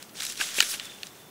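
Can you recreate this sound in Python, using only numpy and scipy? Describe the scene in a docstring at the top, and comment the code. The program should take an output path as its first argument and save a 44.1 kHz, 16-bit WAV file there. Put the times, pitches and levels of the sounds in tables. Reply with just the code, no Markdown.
"""Quiet stable air and a rustle of dry grain run beneath cracks and dull knocks; a faint whistle comes late.
A pony pushes its muzzle through the grain in a plastic feed tub, close to the microphone.
The air is filtered noise; the rustle is a random sum of tiny damped rings that swells and sinks.
Cracks strike the modes of the tub wall and add a hiss; knocks drive one low resonance with noise.
The whistle is a sine tone of wavering frequency and amplitude."""
import sys
import numpy as np
from scipy import signal
from scipy.fft import rfft, irfft
from scipy.io import wavfile
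from scipy.ndimage import uniform_filter1d

SR = 44100
rng = np.random.default_rng(int(sys.argv[2]) if len(sys.argv) > 2 else 0)


def field_ratio(decibels):
    """Amplitude ratio for a level in dB (20 dB per decade); scalars and array-likes work."""
    return 10 ** (np.asarray(decibels, dtype=float) / 20)


def to_wav(s):
    """Save 16-bit WAV."""
    ch = np.atleast_2d(s).T  # columns
    pcm = np.round(np.clip(ch, -1, 1) * 32767)  # PCM
    wavfile.write(sys.argv[1], SR, pcm.astype(np.int16))


N = 57330  # samples, 1.3 s

# Spectrum of the stable air: f/Hz, relative density/dB per Hz
AIR_SPECTRUM = [(15, -77), (25, -43), (91, -14), (148, -8.5), (183, -6.5), (423, -9), (471, -10.5),
                (724, -12.5), (1500, -17.5), (3450, -22.5), (5310, -30.5),
                (15600, -22)][:-1] + [(17000, -22)]
# Rustle of grain stirred by the muzzle: t/s, coarse level/dB, medium level/dB, fine level/dB
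STIR_LEVELS = [(0, -52.5, -55, -62), (.04, -56, -53, -64), (.065, -64, -58, -72), (.135, -62, -63, -59),
               (.16, -50, -46, -59), (.195, -42, -42.5, -47), (.24, -38, -37, -48), (.275, -49, -39, -45),
               (.31, -43, -39, -46), (.35, -50.5, -48.5, -52), (.385, -44, -42, -49.5),
               (.415, -29, -30.5, -39), (.45, -39.5, -35, -43), (.49, -40.5, -38.5, -46),
               (.535, -42, -42, -49.5), (.58, -38, -31, -34), (.6, -30.5, -33.5, -39),
               (.63, -35.5, -34.5, -40.5), (.675, -42.5, -37.5, -42), (.71, -42.5, -33.5, -33.5),
               (.745, -36, -35.5, -40.5), (.765, -47.5, -43.5, -48.5), (.81, -44.5, -49, -57),
               (.855, -46.5, -46.5, -50.5), (.885, -48.5, -52, -65), (.93, -52.5, -52, -59),
               (1.0, -56.5, -55.5, -65), (1.045, -52, -50, -57), (1.075, -50.5, -52, -60),
               (1.1, -61, -57, -72), (1.2, -58, -58, -63), (1.3, -86, -63, -79)]
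# Spectra of the coarse, medium and fine kernels: f/Hz, relative density/dB per Hz
COARSE_SPECTRUM = [(600, -11), (1000, -15), (1450, -3.5), (1800, -2.5), (2100, -5), (2700, -2.5), (3500, 2),
                   (4300, -9)]
MEDIUM_SPECTRUM = [(3800, -2), (4500, -6), (5600, 1), (6400, -0.5), (7400, -4.5), (7700, -3.5), (8200, 0),
                   (9200, -13)]
FINE_SPECTRUM = [(8800, 3), (10500, 13), (11500, 4), (13000, -1), (14500, 3), (16500, 2)]
# Cracks: t/s, peak level of the ringing/dB, centre f/Hz, length/s, breadth/octaves,
# peak level of the hiss relative to the ringing/dB
CRACK_EVENTS = [(0.025, -30.5, 3520, 0.002, 1.2, -0.5), (0.093, -41, 3400, 0.0032, 0.78, -9),
                (.153, -37, 2800, 0.0011, 0.37, -6), (.170, -37, 3900, .0015, 0.36, -8),
                (0.2023, -21.5, 3730, 0.00064, 0.52, -10), (0.2056, -20, 2400, .001, 1.3, -8),
                (0.2204, -18, 3480, .0012, 1.1, -4), (0.2277, -27, 3500, 0.0012, 0.89, -4),
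                (0.2329, -22, 2980, .0015, 1.4, -4), (0.2382, -24, 3540, .002, 0.92, -3),
                (0.2497, -22.5, 3750, 0.0023, 0.86, 0), (0.266, -21, 3460, 0.0011, 0.99, -1),
                (0.2988, -22.5, 7000, 0.00069, .6, -3), (0.3013, -28.5, 3250, 0.0011, 0.62, -18),
                (0.322, -30, 4700, 0.001, 0.73, 4), (0.355, -34, 2810, 0.00073, 0.37, -6),
                (.374, -25.5, 3800, .002, 0.79, -6), (0.3994, -21.5, 1900, 0.0026, 0.56, -11),
                (0.403, -25, 2090, 0.0024, .5, -5), (0.411, -12.5, 1660, 0.00056, 0.58, -21),
                (0.415, -22.5, 1630, 0.00087, 0.27, -21), (.4246, -27, 4000, 0.0017, .8, -3),
                (.488, -23.5, 2150, .001, 1.4, -10), (0.543, -27, 5450, 0.0016, 0.52, -5),
                (0.5828, -19, 2130, 0.0023, 0.38, -10), (0.5883, -14, 2660, .0008, 0.28, -16),
                (0.6038, 1.5, 2800, .001, 1.06, -11), (0.6137, -22.5, 3180, .002, 1.8, -15),
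                (0.6157, -16, 3200, 0.00072, 0.67, -14), (0.625, -12.5, 2190, 0.00082, 0.38, -5),
                (0.628, -16.5, 3270, 0.0014, 0.66, -26), (.633, -31, 3000, 0.0016, 0.44, -14),
                (0.7378, -23.5, 2260, .002, 0.54, -5), (0.7971, -19, 2920, 0.00082, 0.74, -14),
                (0.853, -32.5, 6000, 0.0024, 0.52, -2), (.918, -37, 2750, 0.0012, 0.3, -16),
                (0.985, -39, 2800, .001, 0.19, -20), (1.0316, -18, 2780, 0.00076, .65, -13),
                (1.036, -35.5, 2960, 0.0026, 0.32, -14), (1.0687, -29.5, 5430, 0.00082, .7, -6)]
# Modes of the tub wall: f/Hz, relative level/dB, decay time t60/s
TUB_MODES = [(1130, -6.5, 0.0095), (1420, -0.5, 0.015), (1675, 2.5, 0.011), (2400, 4.5, 0.0068),
             (2800, 6, 0.0072), (3400, 2, 0.0061), (3940, 10, 0.0062), (4700, 3.5, 0.0095),
             (5610, 3.5, 0.01), (6530, -7.5, 0.0066), (7300, 12.5, 0.0049), (8000, -6, 0.0054),
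             (9900, -19, 0.004), (11000, -16, .005)]
# Dull knocks on the tub: t/s, peak level/dB, f/Hz, decay time t60/s
KNOCK_EVENTS = [(.204, -41, 794, .012), (.397, -38, 320, 0.013), (.411, -34.5, 790, 0.0078),
                (.582, -27, 457, 0.0092), (.604, -32.5, 790, 0.0088), (.623, -36, 453, 0.016),
                (.739, -38, 810, .012)]
# Faint thin whistle: t/s, level before wavering/dB
WHISTLE_LEVELS = [(.78, -75), (.82, -51), (.96, -55), (.985, -79), (1.085, -85), (1.105, -60.5), (1.2, -66),
                  (1.3, -66)]


def evened(x):
    """Normalisation: scales a signal to unit rms."""
    return x / np.sqrt(np.mean(x ** 2) + 1e-20)


def read(points, hz):
    """Interpolation: reads a spectrum table on a logarithmic frequency axis."""
    f, value = np.transpose(points)
    return np.interp(np.log(hz + 1), np.log(f + 1), value)


def level(table, column):
    """Amplitude envelope: turns one dB column of a table into a gain over time."""
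    rows = np.array(table)
    return field_ratio(np.interp(np.arange(N) / SR, rows[:, 0], rows[:, column]))


def add(mix, s, sound):
    """Superposition: sums a sound into the mix from s seconds on."""
    part = mix[round(s * SR):][:len(sound)]
    part += sound[:len(part)]


def air():
    """Filtered noise: white noise is weighted by the spectrum of the stable air."""
    level_db = -50.5  # rms
    spectrum = rfft(rng.standard_normal(N))
    gain = field_ratio(read(AIR_SPECTRUM, np.fft.rfftfreq(N, 1 / SR)))
    return field_ratio(level_db) * evened(irfft(spectrum * gain, N))


def kernels(points, per_s, q, count=16):
    """Shot noise: many random impacts, each a short damped ring; a few are somewhat larger."""
    size_db = 0.5  # per unit of the exponentially distributed kernel size
    pitches = np.geomspace(points[0][0], points[-1][0], count)
    t, out = np.arange(600) / SR, np.zeros(N)
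    draw, size = rng.random((count, N)), rng.exponential(1, (count, N))
    for hz, d, s in zip(pitches, draw, size):
        decay = np.exp(-np.pi * hz * t / q)
        onset = 1 - np.exp(-t * hz)
        ring = np.sin(2 * np.pi * hz * t) * decay * onset
        hits = (d < per_s / count / SR) * field_ratio(size_db * np.minimum(s, 4))
        ticks = signal.oaconvolve(hits, ring / np.linalg.norm(ring))[:N]
        # sqrt(hz) offsets the wider band over which a higher ring spreads its energy
        out += ticks * field_ratio(read(points, hz)) * np.sqrt(hz)
    return evened(out)


def rustle():
    """Granular friction: coarse, medium and fine kernels slide over each other, each with its envelope."""
    coarse = level(STIR_LEVELS, 1) * kernels(COARSE_SPECTRUM, per_s=4500, q=5.24)
    medium = level(STIR_LEVELS, 2) * kernels(MEDIUM_SPECTRUM, per_s=11000, q=6.0)
    fine = level(STIR_LEVELS, 3) * kernels(FINE_SPECTRUM, per_s=10000, q=11)
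    return coarse + medium + fine


def struck_modes(hz, length, breadth, tail_noise, detunings, strikes):
    """Modal excitation: the tub modes near hz are each struck twice, then stirred by a faint noise tail."""
    detune, rebound = 0.068, 0.49  # greatest relative shift; amplitude of the second strike
    tail_db, tail_t60 = -46, 0.05  # s
    t = np.arange(2048) / SR
    sound = np.zeros(len(t))
    tail = field_ratio(tail_db - 60 * t / tail_t60) * tail_noise
    for (f, db, t60), d, (first, second) in zip(TUB_MODES, detunings, strikes):
        octaves = np.log2(f / hz)
        envelope = field_ratio(db - 5.1 * (octaves / breadth) ** 2 - 60 * t / t60) * (1 - np.exp(-t * f))
        ring = envelope * np.sin(2 * np.pi * f * (1 + detune * np.tanh(d)) * t)
        add(sound, first * length, ring)
        add(sound, (1 + second) * length, rebound * ring)
        sound += signal.fftconvolve(tail, ring)[:len(t)]
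    high_pass = signal.butter(4, 900, "high", fs=SR, output="sos")
    return signal.sosfilt(high_pass, sound)


def husk_hiss(length, noise):
    """Noise burst: the husk spits a band of hiss whose envelope peaks after one length."""
    u = np.arange(2048) / SR / length
    band = signal.butter(1, [4700, 11300], "band", fs=SR, output="sos")
    return signal.sosfilt(band, u * np.exp(-u ** 2 / 2) * noise)


def crack(peak_db, hz, length, breadth, hiss_db, noises, strikes):
    """Impact: the ringing of the struck tub modes is superposed on the hiss of the husk."""
    ringing = struck_modes(hz, length, breadth, noises[1], noises[2], strikes)
    hiss = husk_hiss(length, noises[0])
    ringing = ringing / abs(signal.hilbert(ringing)).max()
    hiss = field_ratio(hiss_db) * hiss / abs(hiss).max()
    return field_ratio(peak_db) * (ringing + hiss)


def knock(peak_db, hz, t60, noise):
    """Forced resonance: a low push on the tub wall drives one damped mode with a noise pulse."""
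    t = np.arange(2048) / SR
    ring = field_ratio(-60 * t / t60) * np.sin(2 * np.pi * hz * t)
    push = noise * t * np.exp(-t / 0.0015)
    sound = signal.fftconvolve(push, ring)[:len(t)]
    band = signal.butter(3, [200, 1200], "band", fs=SR, output="sos")
    sound = signal.sosfilt(band, sound)
    return field_ratio(peak_db) * sound / abs(sound).max()


def whistle():
    """Frequency and amplitude modulation: slow noise makes the pitch and strength of a sine waver."""
    centre_hz, waver_hz, waver_db = 3525, 16.5, 4  # wavers are rms
    slow = evened(uniform_filter1d(rng.standard_normal((2, N)), 600, axis=1))
    turns = np.cumsum(centre_hz + waver_hz * slow[0]) / SR
    tone = np.sqrt(2) * np.sin(2 * np.pi * turns)  # unit rms
    return level(WHISTLE_LEVELS, 1) * field_ratio(waver_db * slow[1]) * tone


def scene():
    """Superposition: air, rustle and whistle run on while knocks and cracks are added at their times."""
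    mix = air() + rustle() + whistle()
    knock_noises = rng.standard_normal((len(KNOCK_EVENTS), 2048))
    for (s, *row), noise in zip(KNOCK_EVENTS, knock_noises):
        add(mix, s, knock(*row, noise))
    crack_noises = rng.standard_normal((len(CRACK_EVENTS), 3, 2048))
    crack_strikes = rng.random((len(CRACK_EVENTS), len(TUB_MODES), 2))
    for (s, *row), noises, strikes in zip(CRACK_EVENTS, crack_noises, crack_strikes):
        add(mix, s, crack(*row, noises, strikes))
    return mix[None]


def band_limit(x):
    """A steep low-pass at the top of the band."""
    return signal.sosfilt(signal.butter(12, 16820, fs=SR, output="sos"), x)


def record(dry):
    """Band limitation and saturation: a low-pass removes the top treble, then peaks clip at full scale."""
    edge_hz = 15740
    low_pass = signal.firwin(2047, edge_hz, window=("kaiser", 9), fs=SR)
    limited = signal.oaconvolve(dry, low_pass[None], "same")
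    return band_limit(np.clip(limited, -1, 1))


dry = scene()
out = record(dry)
to_wav(out)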